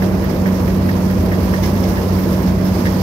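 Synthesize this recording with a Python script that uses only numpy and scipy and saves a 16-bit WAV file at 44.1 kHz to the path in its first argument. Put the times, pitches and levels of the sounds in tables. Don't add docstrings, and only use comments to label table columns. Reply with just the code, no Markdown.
import sys
import numpy as np
from scipy import signal
from scipy.fft import rfft, irfft
from scipy.io import wavfile

SR = 44100
rng = np.random.default_rng(int(sys.argv[2]) if len(sys.argv) > 2 else 0)


def how_loud(loudness_db):
    steps = np.asarray(loudness_db, float) / 20
    return 10 ** steps


def unload_wav(signal):
    wavfile.write(
        sys.argv[1],
        SR,
        np.round(np.clip(np.atleast_2d(signal).T, -1, 1) * 32767).astype(np.int16),
    )


N = 133182


def rms_one(x):
    return x / np.sqrt(np.mean(x ** 2) + 1e-20)


def in_time(rows):
    s, *columns = np.transpose(rows)
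    return [np.interp(np.arange(N) / SR, s, column) for column in columns]


def at_hz(points, hz):
    table_hz, value = np.array(points).T
    return np.interp(np.log(hz + 1), np.log(table_hz), value)


def drift(rate):
    r = np.exp(-80 * np.pi * rate / SR)
    white = rng.standard_normal(N // 40 + 2002)
    slow = signal.lfilter([1], [1, -2 * r, r * r], white)[2000:]
    return np.interp(np.arange(N) / 40, np.arange(len(slow)), rms_one(slow))


def colour(x, points):
    return irfft(rfft(x) * how_loud(at_hz(points, np.fft.rfftfreq(N, 1 / SR))), N)


def band(x, low_hz, high_hz):
    edges_hz = [low_hz, min(high_hz, .45 * SR)]
    return signal.sosfilt(signal.butter(2, edges_hz, "band", fs=SR, output="sos"), x)


def ring(clicks, hz, t60):
    r = how_loud(-60 / (t60 * SR))
    w = 2 * np.pi * hz / SR
    return signal.lfilter([0, np.sin(w)], [1, -2 * r * np.cos(w), r * r], clicks + 1e-18)


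def ports(mid, side):
    # f/Hz, likeness [0 to 1]
    likeness = [(60, 1), (180, 0.9), (550, 0.74), (1200, 0.15), (2500, 0.21), (5000, 0.07), (15000, 0.09)]
    left_lead_s, lead_from_hz = 0.00039, 1000
    hz = np.fft.rfftfreq(N, 1 / SR)
    alike = np.clip(at_hz(likeness, hz), 0, 1)
    shared = np.sqrt(1 + alike) * rfft(mid)
    apart = np.sqrt(1 - alike) * rfft(side)
    lead = np.exp(2j * np.pi * left_lead_s * np.maximum(hz - lead_from_hz, 0))
    return irfft(np.array([(shared + apart) * lead, shared - apart]) / np.sqrt(2), N)


def patchy(white, shared_db, own_db, rate):
    together = shared_db * (drift(rate) + drift(rate * 3))
    edges = 20 * 2 ** np.arange(0, 10, .5)
    out = 0
    for k, (low, high) in enumerate(zip(edges, edges[1:])):
        flicker = how_loud(together + own_db * drift(2 * rate))
        out = out + flicker * band(white[k % 2], low, high)
    return out


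def engine():
    # f/Hz, width/Hz, level/dB
    orders = [(59.35, 1.6, -29), (71.6, 4.1, -30), (110.9, 7.7, -32), (146.3, 6.2, -31), (165, 6.3, -31),
              (211, 18, -29.5), (244, 29, -28), (341, 54, -27), (475, 22, -35.5), (607, 35, -38)]
    out = 0
    for hz, width, db in orders:
        shake = rng.standard_normal((2, N + SR))
        t60 = 1.4 / width
        boom = ring(ring(shake, hz, t60), hz, t60)[:, SR:]
        out = out + how_loud(db) * rms_one(boom)
    return ports(*out)


def roar():
    # f/Hz, density/dB
    rumble = [(25, -35), (50, -8), (85, -5.5), (130, -15.5), (185, -9), (283, -13), (624, -16.5),
              (728, -23.5)]
    air = patchy(rng.standard_normal((2, 2, N)), shared_db=-0.33, own_db=0.98, rate=3.0)
    spectrum = [*rumble, (2500, -39), (6000, -94)]
    return how_loud(-19.5) * rms_one(ports(*colour(air, spectrum)))


def chaff():
    # t/s, level/dB
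    feed = [(0, -37.5), (.2, -39), (.42, -39), (.55, -38.5), (.75, -38.5), (.95, -37.5), (1.15, -37.5),
            (1.27, -39.5), (1.42, -38), (1.5, -36), (1.6, -37), (1.68, -34), (1.74, -37), (2.0, -36.5),
            (2.3, -36.5), (2.56, -38.5), (2.7, -36.5), (3.02, -36)]
    # f/Hz, density/dB
    rattle = [(400, -51), (800, 1), (1000, 3), (1400, -8.5), (2000, -8), (3000, -15.5), (6000, -14),
              (16000, -20)]
    grains_per_s, grain_spread_db, grain_share = 1200, 3, 0.41
    dull_below_hz, dull_follows = 4200, 0.7
    flow_db, = in_time(feed)
    shape = (2, 2, N)
    sizes = how_loud(grain_spread_db * np.minimum(rng.exponential(1, shape), 4))
    sizes = sizes * rng.choice([-1, 1], shape)
    grains = rms_one(sizes * (rng.random(shape) < grains_per_s / SR))
    hiss = rng.standard_normal(shape)
    mix = np.sqrt(grain_share) * grains + np.sqrt(1 - grain_share) * hiss
    flickering = patchy(mix, shared_db=0.67, own_db=1.07, rate=11.0)
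    whole = rms_one(ports(*colour(flickering, rattle)))
    dull = colour(whole, [(dull_below_hz / 1.1, 0), (dull_below_hz * 1.6, -30)])
    bright = whole - dull
    held_db = flow_db.mean() + dull_follows * (flow_db - flow_db.mean())
    return how_loud(5.5) * (how_loud(held_db) * dull + how_loud(flow_db) * bright)


def hits(rows, modes, ring_db, hiss_db, tick_db, left_db):
    bounce_s, bounce_loss_db, lead_in_s, scatter_db = 0.0055, 2.5, .004, 3
    grit_t60_s, tick_t60_s, tick_top_db = 0.11, .07, -34
    s, db, bright_db = np.transpose(rows)
    luck = rng.normal(0, 1, (len(s), 6, len(modes), 2))
    bounce = np.arange(6)
    contact_s = s[:, None] - lead_in_s + bounce_s * (bounce + .3 * luck[:, :, 0, 1])
    at = (np.maximum(contact_s, 0) * SR).astype(int)
    each_db = db[:, None] - bounce_loss_db * bounce

    sheet = np.zeros(N + SR)
    for k, (hz, level_db, t60) in enumerate(modes):
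        clicks = np.zeros(N + SR)
        click_db = each_db + level_db + ring_db + scatter_db * luck[:, :, k, 0]
        clicks[at] = how_loud(click_db) * np.sign(luck[:, :, k, 1])
        sheet += ring(clicks, hz, t60)
    out = ports(sheet[:N], np.roll(sheet[:N], 90))

    grit = (at, each_db + hiss_db, 1500, 7000, grit_t60_s)
    peak_db = np.minimum(db + bright_db + tick_db + 0.5, tick_top_db)
    tick = (at[:, 1], peak_db, 9000, 16500, tick_t60_s)
    for when, gains_db, low, high, t60 in (grit, tick):
        burst = np.zeros(N)
        burst[when] = how_loud(gains_db)
        fading = signal.lfilter([1], [1, -how_loud(-60 / (t60 * SR))], burst + 1e-18)
        out += ports(*band(rng.standard_normal((2, N)), low, high) * fading)
    return out * how_loud(np.array([[left_db], [0]]))


def casing_slaps():
    # t/s, peak/dB, brightness/dB
    slaps = [(0.1394, -35, -15), (0.2994, -26, -18), (0.3694, -44, -17), (1.1794, -42, -9),
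             (1.3994, -30, -11), (1.5094, -34, -8), (1.6352, -16.5, -28), (1.6894, -36, -7),
             (1.8394, -22, -21), (1.8894, -30, -9), (2.2294, -26, -16), (2.3294, -25, -13),
             (2.4794, -24, -8), (2.6594, -28, -9), (2.7841, -25, -25)]
    # f/Hz, level/dB, t60/s
    casing = [(1500, -24, 0.036), (1690, -3, 0.066), (2040, 0.5, 0.048), (2180, 1, 0.045),
              (3500, -7, 0.052), (4650, -5, 0.014), (5080, -0.5, 0.025), (5530, -1, .025), (6000, -1, .015)]
    return hits(slaps, casing, ring_db=-14.5, hiss_db=-13.5, tick_db=8.0, left_db=1.0)


def sieve_knocks():
    # t/s, peak/dB, brightness/dB
    strokes = [(.024, -20, -11), (.236, -26, -13), (.464, -21, -7), (.679, -26, -6), (.892, -22, -8),
               (1.109, -25, -6), (1.323, -19.5, -14), (1.541, -20.5, -6), (1.759, -32, -4),
               (1.974, -23, -9), (2.189, -29, -7), (2.419, -28, -3), (2.639, -30, -7), (2.860, -16.5, -19)]
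    # f/Hz, level/dB, t60/s
    sieve = [(1200, -24, 0.023), (1500, 6, .03), (1700, 1, 0.069), (1770, 0, 0.032), (1860, 17, 0.045),
             (2174, -2, 0.055), (2940, -4, 0.04)]
    return hits(strokes, sieve, ring_db=-18, hiss_db=-17.5, tick_db=6.0, left_db=0.5)


def blower():
    # t/s, f/Hz, level/dB
    blade_tone = [(0.0, 188, -15.5), (0.35, 187.9, -22.5), (0.49, 188.5, -13), (0.6, 185.5, -20.5),
                  (0.84, 188.4, -15.5), (1.37, 186.3, -20.5), (1.38, 187.3, -16.5), (1.71, 186.6, -19.5),
                  (1.84, 186.5, -17), (2.05, 186, -21.5), (2.08, 186.1, -18.5), (2.4, 186.4, -17),
                  (2.42, 186.5, -30), (2.46, 186.4, -12), (2.51, 186.4, -17.5), (3.02, 186.6, -18.5)]
    first_db, waver_db, wander_rad, lean_db = -21.5, 1.0, 0.26, 0.1
    hz, second_db = in_time(blade_tone)
    turn = np.pi * np.cumsum(hz) / SR
    first = how_loud(first_db + waver_db * drift(3.0)) * np.sin(turn + wander_rad * drift(6.6))
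    second = how_loud(second_db + 0.39 * drift(36.0)) * np.sin(2 * turn + 0.23 * drift(3.4))
    return np.sqrt(2) * (first + second) * how_loud(np.array([[.5], [-.5]]) * lean_db)


def scene():
    background = engine() + roar()
    crop = chaff() + casing_slaps()
    return background + crop + sieve_knocks() + blower()


def top_cut(x):
    return signal.sosfilt(signal.butter(12, 16010, fs=SR, output="sos"), x)


def record(dry):
    # f/Hz, left minus right/dB
    lean = [(60, 0), (200, -3), (380, 0.5), (700, -7.5), (2000, -6)]
    # f/Hz, level/dB
    left_port = [(2000, 0), (3000, 0.5), (6000, -6), (7900, -18), (9300, -1.5), (12000, -1.5), (15700, -8)]
    # f/Hz, level/dB
    right_port = [(2500, -0.5), (2900, 3.5), (3800, 1.5), (5300, 5), (8100, -6.5), (10600, -3), (12000, 4),
                  (15700, 8.5)]
    rumble_cut_hz, top_hz = 35, 15760
    hz = np.fft.rfftfreq(N, 1 / SR)
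    lean_db = at_hz(lean, hz) / 2
    gains = how_loud(np.array([at_hz(left_port, hz) + lean_db, at_hz(right_port, hz) - lean_db]))
    heard = irfft(rfft(dry) * gains, N)
    heard = signal.sosfilt(signal.butter(3, rumble_cut_hz, "high", fs=SR, output="sos"), heard)
    rounded = 1.534 * np.tanh(heard / 1.66)
    mix = irfft(rfft(rounded) * (hz < top_hz), N)
    return top_cut(mix)


dry = scene()
out = record(dry)
unload_wav(out)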